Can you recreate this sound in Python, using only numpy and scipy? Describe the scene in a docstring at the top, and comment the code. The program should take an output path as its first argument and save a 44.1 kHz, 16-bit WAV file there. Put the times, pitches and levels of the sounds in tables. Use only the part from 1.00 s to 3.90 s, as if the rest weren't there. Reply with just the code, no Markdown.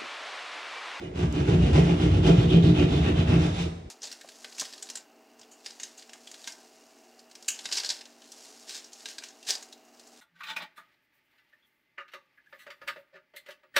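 """A bare tiled room, a stereo pair close to a plasterboard wall.
A small hand saw works through the board in short quick strokes: the teeth crumble the gypsum,
the blade rasps and rings, and the hollow wall drums at every catch.
Now and then the saw snags with a crunch and a hollow knock, or the board flexes with a thump.
The last stroke is light, and the wall rings away."""
import sys
import numpy as np
from scipy import signal
from scipy.fft import rfft, irfft
from scipy.io import wavfile

SR = 44100
rng = np.random.default_rng(int(sys.argv[2]) if len(sys.argv) > 2 else 0)


def unload_audio(sound):
    """Save the sound as a 16-bit wav file, at the path given as the first command line argument."""
    columns = np.transpose(np.atleast_2d(sound))
    # keep every value between -1 and 1, then stretch to whole-number steps
    steps = np.round(np.clip(columns, -1, 1) * 32767)
    wavfile.write(sys.argv[1], SR, steps.astype(np.int16))


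N = 127890
TIME = np.arange(N) / SR

# pushes and pulls of the saw: middle_s, length_s, crumble_db, blade_db, wall_db, bite_hz, bite_width_hz
STROKES = [(0.02, 0.098, -51.5, -48, -37.5, 2010, 600), (0.209, 0.081, -40, -41, -22, 2820, 600),
           (0.378, 0.1, -43, -41, -22.5, 2760, 500), (0.511, 0.095, -40, -39, -18.5, 2720, 597),
           (0.654, 0.094, -39, -38, -18, 2880, 151), (0.771, 0.072, -34.5, -34, -16, 2630, 596),
           (0.892, 0.095, -39, -37, -21.5, 2880, 400), (1.03, 0.08, -37.5, -37.5, -20, 3080, 500),
           (1.149, 0.081, -40, -38.5, -19, 3000, 250), (1.279, 0.074, -33.5, -31, -14, 3040, 349),
           (1.406, 0.083, -38, -36, -17.5, 3290, 600), (1.533, 0.077, -39.5, -31, -15.5, 3110, 248),
           (1.668, 0.084, -40, -36.5, -16.5, 3660, 600), (1.799, 0.08, -37, -31, -17, 2700, 500),
           (1.946, 0.091, -38.5, -34.5, -19, 3400, 695), (2.069, 0.076, -36, -32.5, -18, 2720, 300),
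           (2.195, 0.065, -37, -35, -18.5, 3060, 600), (2.32, 0.089, -35.5, -35.5, -16, 2655, 110),
           (2.438, 0.091, -38, -39, -23.5, 3260, 597), (2.593, 0.1, -41.5, -39.5, -29.5, 3680, 456)]
# snags of the saw in the board: start_s, drone_db, knock_db, crunch_db
SNAGS = [(.021, -45, -31.5, -50), (.115, -46, -32.5, -53), (.193, -40, -30.5, -35),
         (.479, -30.5, -15.5, -29), (.527, -31, -19.5, -32.5), (.652, -23.5, -27, -37.5),
         (0.776, -22, -15, -32.5), (.893, -21.5, -22, -28.5), (1.062, -38.5, -19.5, -33),
         (1.295, -13, -10.5, -33), (1.539, -16.5, -19, -28), (1.572, -41.5, -17, -37),
         (1.662, -19, -22, -35), (1.804, -36.5, -19, -36.5), (1.822, -22, -21.5, -38.5),
         (2.083, -35, -20, -34), (2.325, -17, -19.5, -35.5), (2.658, -47, -26.5, -52)]
# the board's strongest mode: pitch_hz, width_hz, level_db
DRONE_MODE = [(168.65, 5.4, 0)]


def from_db(db):
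    """Decibels as an amplitude gain."""
    return 10 ** (np.asarray(db) / 20)


def unit_rms(x):
    """Scale to an RMS of one."""
    return x / np.sqrt(np.mean(x ** 2) + 1e-20)


def since(start_s):
    """Seconds gone by since a moment; zero before it."""
    return np.maximum(TIME - start_s, 0)


def gain_curve(points):
    """Points of time_s, level_db as a gain over time."""
    return from_db(np.interp(TIME, *np.transpose(points)))


def at_hz(points):
    """Points of frequency_hz, value read at every frequency of a padded transform."""
    hz, value = np.transpose(points)
    return np.interp(np.log(np.arange(N + 1) * SR / (2 * N) + 1), np.log(hz), value)


def colour(x, gain):
    """Filter by a gain per frequency."""
    return irfft(rfft(x, 2 * N) * gain)[..., :N]


def band(x, low_hz, high_hz, order=2):
    """Butterworth band-pass."""
    return signal.sosfilt(signal.butter(order, [low_hz, high_hz], "band", fs=SR, output="sos"), x)


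def resonate(force, modes):
    """Parallel resonances with alternating signs; white noise keeps about its level."""
    out = 0
    for k, (hz, width_hz, db) in enumerate(modes):
        radius = np.exp(-np.pi * width_hz / SR)
        poles = [1, -2 * radius * np.cos(2 * np.pi * hz / SR), radius ** 2]
        gain = (-1) ** k * from_db(db) * np.sqrt((1 - radius ** 2) / 2)
        out = out + gain * signal.lfilter([1, 0, -1], poles, force + 1e-18)
    return out / np.linalg.norm(from_db(np.array(modes)[:, 2]))


def room_air(level_db=-44):
    """Steady low room tone, as mid and side."""
    # spectrum of the room tone: frequency_hz, level_db
    spectrum = [(25, -13), (70, 7), (120, -2.5), (170, -3.5), (400, -8.5), (1000, -24.5), (3000, -32.5),
                (8000, -43.5), (16000, -60.5)]
    return from_db(level_db) * unit_rms(colour(rng.standard_normal((2, N)), from_db(at_hz(spectrum))))


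def room_tail(body_t60_s=0.72, treble_t60_s=0.15, rise_s=0.00067):
    """Dense reflections off the tiles, of unit energy; the treble dies sooner."""
    slow_share = from_db(at_hz([(1000, -2), (4000, -8.0), (9000, -4.5)]))
    noise = rng.standard_normal(N)
    slow = colour(noise, slow_share) * from_db(-60 * TIME / body_t60_s)
    fast = colour(noise, 1 - slow_share) * from_db(-60 * TIME / treble_t60_s)
    tail = (slow + fast) * np.minimum(TIME / rise_s, 1)
    return tail / np.linalg.norm(tail)


def in_room(x, wet_db, side_lag_s):
    """Direct sound and reflections as mid and side; the side arrives slightly later."""
    wet = from_db(wet_db)
    mid_tail, side_tail = (signal.fftconvolve(x, room_tail())[:N] for _ in range(2))
    delayed = colour(x, np.exp(-1j * np.pi * np.arange(N + 1) / N * side_lag_s * SR))
    return np.array([x + wet * mid_tail, delayed + wet * side_tail]) / np.sqrt(1 + wet * wet)


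def chips(decay_s=0.0016):
    """Chips break off with small bright snaps."""
    # breaking chips: start_s, level_db
    snaps = [(.3255, -31.5), (2.625, -33)]
    envelope = sum(from_db(db) * (TIME >= s) * np.exp(-since(s) / decay_s) for s, db in snaps)
    return band(envelope * rng.standard_normal(N) + 1e-18, 3470, 10470, order=1)


def thumps(rise_s=0.0056):
    """As the hand turns round, the board is pushed in and springs back, dying within a few swings."""
    # flexes of the board: start_s, level_db, pitch_hz
    flexes = [(.228, -17, 104.7), (.487, -13.5, 110), (.522, -13, 89), (0.542, -17, 80),
              (0.62, -14.5, 87.7), (0.639, -17.5, 73.4), (.744, -15, 105), (1.124, -18, 85),
              (1.156, -16.5, 96), (1.38, -7, 113), (1.638, -10.5, 98.4), (1.836, -19, 80.8),
              (1.916, -14, 89), (2.074, -16.5, 104), (2.191, -13.5, 97), (2.289, -12.5, 108)]
    out = 0
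    for start_s, db, hz in flexes:
        age = since(start_s)
        envelope = age / rise_s * np.exp(1 - age / rise_s)
        out = out + from_db(db) * envelope * np.sin(2 * np.pi * hz * age)
    return signal.sosfilt(signal.butter(2, 45, "high", fs=SR, output="sos"), out + 1e-18)


def snag_force(part, decay_s=0.0049):
    """A short burst of breaking gypsum at every snag."""
    column = ["knock", "crunch"].index(part)
    envelope = sum(from_db(levels[column]) * (TIME >= s) * np.exp(-since(s) / decay_s)
                   for s, _, *levels in SNAGS)
    return envelope * rng.standard_normal(N)


def knocks(knock_db=5, rise_s=0.0042, hold_s=0.075):
    """A snag knocks the board and sets its strongest mode droning, until the hand damps it."""
    # modes of the knocked board: pitch_hz, width_hz, level_db
    modes = [(307, 34, -3.5), (368, 31, 2.5), (420, 18, -4.5), (462, 60, -7.5), (674, 60, -8.5),
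             (725, 76, -9.5)]
    drone_hz = DRONE_MODE[0][0]
    drone = 0
    for start_s, db, *_ in SNAGS:
        age = since(start_s)
        envelope = (1 - np.exp(-age / rise_s)) * np.exp(-(age / hold_s) ** 2)
        drone = drone + from_db(db) * envelope * np.sin(2 * np.pi * drone_hz * age)
    return drone + from_db(knock_db) * band(resonate(snag_force("knock"), modes), 240, 950)


def crunches(gain_db=8):
    """The gypsum gives way at each snag."""
    return from_db(gain_db) * band(snag_force("crunch"), 770, 2500)


def swell(middle_s, length_s, squareness=2.33):
    """A stroke swells and falls as the hand speeds up and turns round."""
    return np.exp(-.5 * np.abs(2 * (TIME - middle_s) / length_s) ** squareness)


def stroke_envelope(part, lag_s=0, stretch=1):
    """The amplitude of one part of the sound over all strokes."""
    column = ["crumble", "blade", "wall"].index(part)
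    return np.sqrt(sum(
        (from_db(levels[column]) * swell(middle_s + lag_s, length_s * stretch)) ** 2
        for middle_s, length_s, *levels, _, _ in STROKES))


def tooth_catches(median_per_s=200, jitter=0.5, spread_db=2):
    """The teeth catch and slip at uneven intervals: a train of impulses."""
    gaps, sizes = rng.standard_normal((2000, 2)).T
    at = (np.cumsum(np.exp(jitter * gaps)) / median_per_s * SR).astype(int)
    return unit_rms(np.bincount(at[at < N], from_db(spread_db * sizes[at < N]), N))


def crumbs(catches, per_s=12000, spread_db=2.5, chatter=0.31, burst_s=0.0035):
    """Tiny fractures of gypsum; the chatter share of them swells just after each catch."""
    sizes = from_db(spread_db * np.minimum(rng.exponential(1, N), 5)) * rng.standard_normal(N)
    fractures = sizes * (rng.random(N) < per_s / SR)
    bursts = signal.lfilter([1], [1, -np.exp(-1 / (burst_s * SR))], catches)
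    return unit_rms(fractures * (1 - chatter + chatter * unit_rms(bursts)))


def wall(catches, drag=0.39, boom_db=-4.5, gain_db=-0.5):
    """Catches and steady drag shake the board, which drums and booms over its cavity."""
    # modes of the cavity, then the board's low and higher modes: pitch_hz, width_hz, level_db
    cavity_modes = [(60.4, 11, -5), (78, 8.3, -1.5), (91.8, 11, -2.5), (106, 6.6, -9.5)]
    boom_modes = [(120.7, 21, -8.5), (136, 14, -2.5), (157.2, 13, -9), (202.6, 25, -15.5),
                  (227.7, 8.8, -13), (252.5, 23, -15.5)]
    board_modes = [(289.9, 10.1, 1.5), (310.6, 10.4, 1.5), (364.8, 17, 2), (415, 8.1, -2), (458, 8.4, -9),
                   (478.2, 5.6, -12), (531, 5.9, -13.5), (633, 4, -14), (674.3, 3.8, -13), (715, 17, -19),
                   (811, 5, -27.5), (848, 69, -18), (874, 13, -28.5)]
    # drive to the cavity, strongest mode and higher modes as the cut moves along: time_s, level_db
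    cavity_drive = [(0, -6.5), (.25, -4.5), (.62, -0.5), (.9, -4.5), (1.05, 2), (1.17, 1.5), (1.3, -14),
                    (1.42, -6), (1.55, -6.5), (1.8, -2.5), (1.95, -3.5), (2.3, -6), (2.6, -1)]
    drone_drive = [(0, -10.5), (.6, -10.5), (.9, -8), (1.15, -12.5), (1.3, -13.5), (1.7, -11.5), (2, -8.5),
                   (2.35, -12), (2.6, -4)]
    board_drive = [(0, 3), (.22, -5.5), (.5, -5.5), (.66, -6.5), (.8, -2.5), (1.3, -4.5), (1.65, -5.5),
                   (1.85, -3.5), (2.1, -7), (2.25, -9.5), (2.45, -5.5), (2.6, -8)]
    force = unit_rms(catches * rng.choice([-1, 1], N) + drag * rng.standard_normal(N))
    cavity_push = force * stroke_envelope("wall", lag_s=-0.0069, stretch=1.44)
    boom_push = force * stroke_envelope("wall", lag_s=0.0018, stretch=1.25)
    board_push = force * stroke_envelope("wall", lag_s=-0.00036)
    cavity = resonate(cavity_push * gain_curve(cavity_drive), cavity_modes)
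    boom = from_db(boom_db) * resonate(boom_push, boom_modes)
    drone = resonate(boom_push * gain_curve(drone_drive), DRONE_MODE)
    board = resonate(board_push * gain_curve(board_drive), board_modes)
    drumming = band(cavity, 52.4, 160, order=3) + band(boom + drone, 85, 330) + band(board, 218, 1000)
    return from_db(gain_db) * drumming


def blade_ring(catches, gain_db=-5, lead_s=0.0026):
    """The steel rings as the teeth bite."""
    # modes of the blade: pitch_hz, width_hz, level_db
    modes = [(2214, 5.7, -7.5), (2340, 8.7, -9.5), (2465, 13, 1.5), (2623, 26, 0.5), (2710, 24, -2),
             (2923, 18, 2.5), (3130, 31, 3), (3230, 16, -7), (3455, 24, -1), (3464, 35, -7),
             (3670, 14, -3.5), (3790, 6.8, -2.5), (5100, 7.2, -21.5), (5060, 24, -15.5)]
    return from_db(gain_db) * resonate(crumbs(catches) * stroke_envelope("blade", -lead_s), modes)


def bite(catches, gain_db=-4.5):
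    """The kerf grips the blade at a new place on every stroke, so each has its own pitch and damping."""
    grains = crumbs(catches)
    return sum(from_db(gain_db + blade_db) * resonate(grains * swell(s, length_s), [(hz, width_hz, 0)])
               for s, length_s, _, blade_db, _, hz, width_hz in STROKES)


def cut(catches, crumble_db=3.5, rasp_db=-9.5, treble_hz=2700):
    """The gypsum crumbles and the teeth rasp on every stroke."""
    # spectra of the crumbling gypsum and the rasping teeth: frequency_hz, level_db
    crumble_spectrum = [(250, -28.5), (450, 12), (560, 8), (700, 8), (1000, 3.5), (1500, 2), (2200, -1.5),
                        (4300, -10), (5500, -9), (7000, -15.5), (9000, -16), (11500, -30.5), (13000, -39.5),
                        (16000, -35)]
    rasp_spectrum = [(1200, -37), (2100, -23), (2600, 4), (3100, 3.5), (3800, 0.5), (4300, -5),
                     (6000, -25.5), (12000, -50)]
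    # treble in the crumbling: time_s, level_db
    treble_level = [(0, 0), (.4, 1.5), (1.4, 0), (1.55, 0), (2.15, -5.5), (2.35, 0.5), (2.6, 5.5)]
    grit = unit_rms(colour(crumbs(catches), from_db(at_hz(crumble_spectrum))))
    treble = colour(grit, at_hz([(treble_hz / np.sqrt(2), 0), (treble_hz, 1)]))
    grit = grit + treble * (gain_curve(treble_level) - 1)
    rasp = unit_rms(colour(crumbs(catches), from_db(at_hz(rasp_spectrum))))
    return (from_db(crumble_db) * grit * stroke_envelope("crumble")
            + from_db(rasp_db) * rasp * stroke_envelope("blade"))


def stereo_pair(mid, side):
    """Left and right at the microphones: the bass is centred, the top is wide."""
    # stereo width: frequency_hz, side_minus_mid_db
    spread = [(60, -64.5), (160, -23), (280, -11), (380, -6), (500, 0.5), (1100, 3), (2100, -3.5),
              (3100, 2.5), (4300, -3.5), (5500, -1.5), (7000, 0.5), (8800, 7), (10500, 50)]
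    # stereo balance: frequency_hz, left_minus_right_db
    balance = [(200, 0), (400, 5), (700, -7), (1400, 2), (2800, -1.5), (6000, -2)]
    width = from_db(at_hz(spread))
    lean = from_db(at_hz(balance) / 2)
    mid = colour(mid, 1 / np.hypot(1, width))
    side = colour(side, width / np.hypot(1, width))
    return np.array([colour(mid + side, lean), colour(mid - side, 1 / lean)])


def scene():
    """Saw, wall and room air at a pair of close microphones."""
    catches = tooth_catches()
    air = room_air()
    sawing = in_room(cut(catches) + bite(catches) + crunches(), wet_db=-0.5, side_lag_s=0.000383)
    snaps = in_room(chips(), wet_db=-10.5, side_lag_s=0.000383)
    ringing = in_room(blade_ring(catches), wet_db=-13.5, side_lag_s=0.00026)
    drumming = in_room(wall(catches) + knocks() + thumps(), wet_db=-9.5, side_lag_s=0.001345)
    return stereo_pair(*(air + sawing + snaps + ringing + drumming))


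def record(dry):
    """A steep low-pass, 70 dB down from 16.3 kHz."""
    return signal.sosfilt(signal.cheby2(16, 70, 16300, fs=SR, output="sos"), dry)


dry = scene()
out = record(dry)
unload_audio(out)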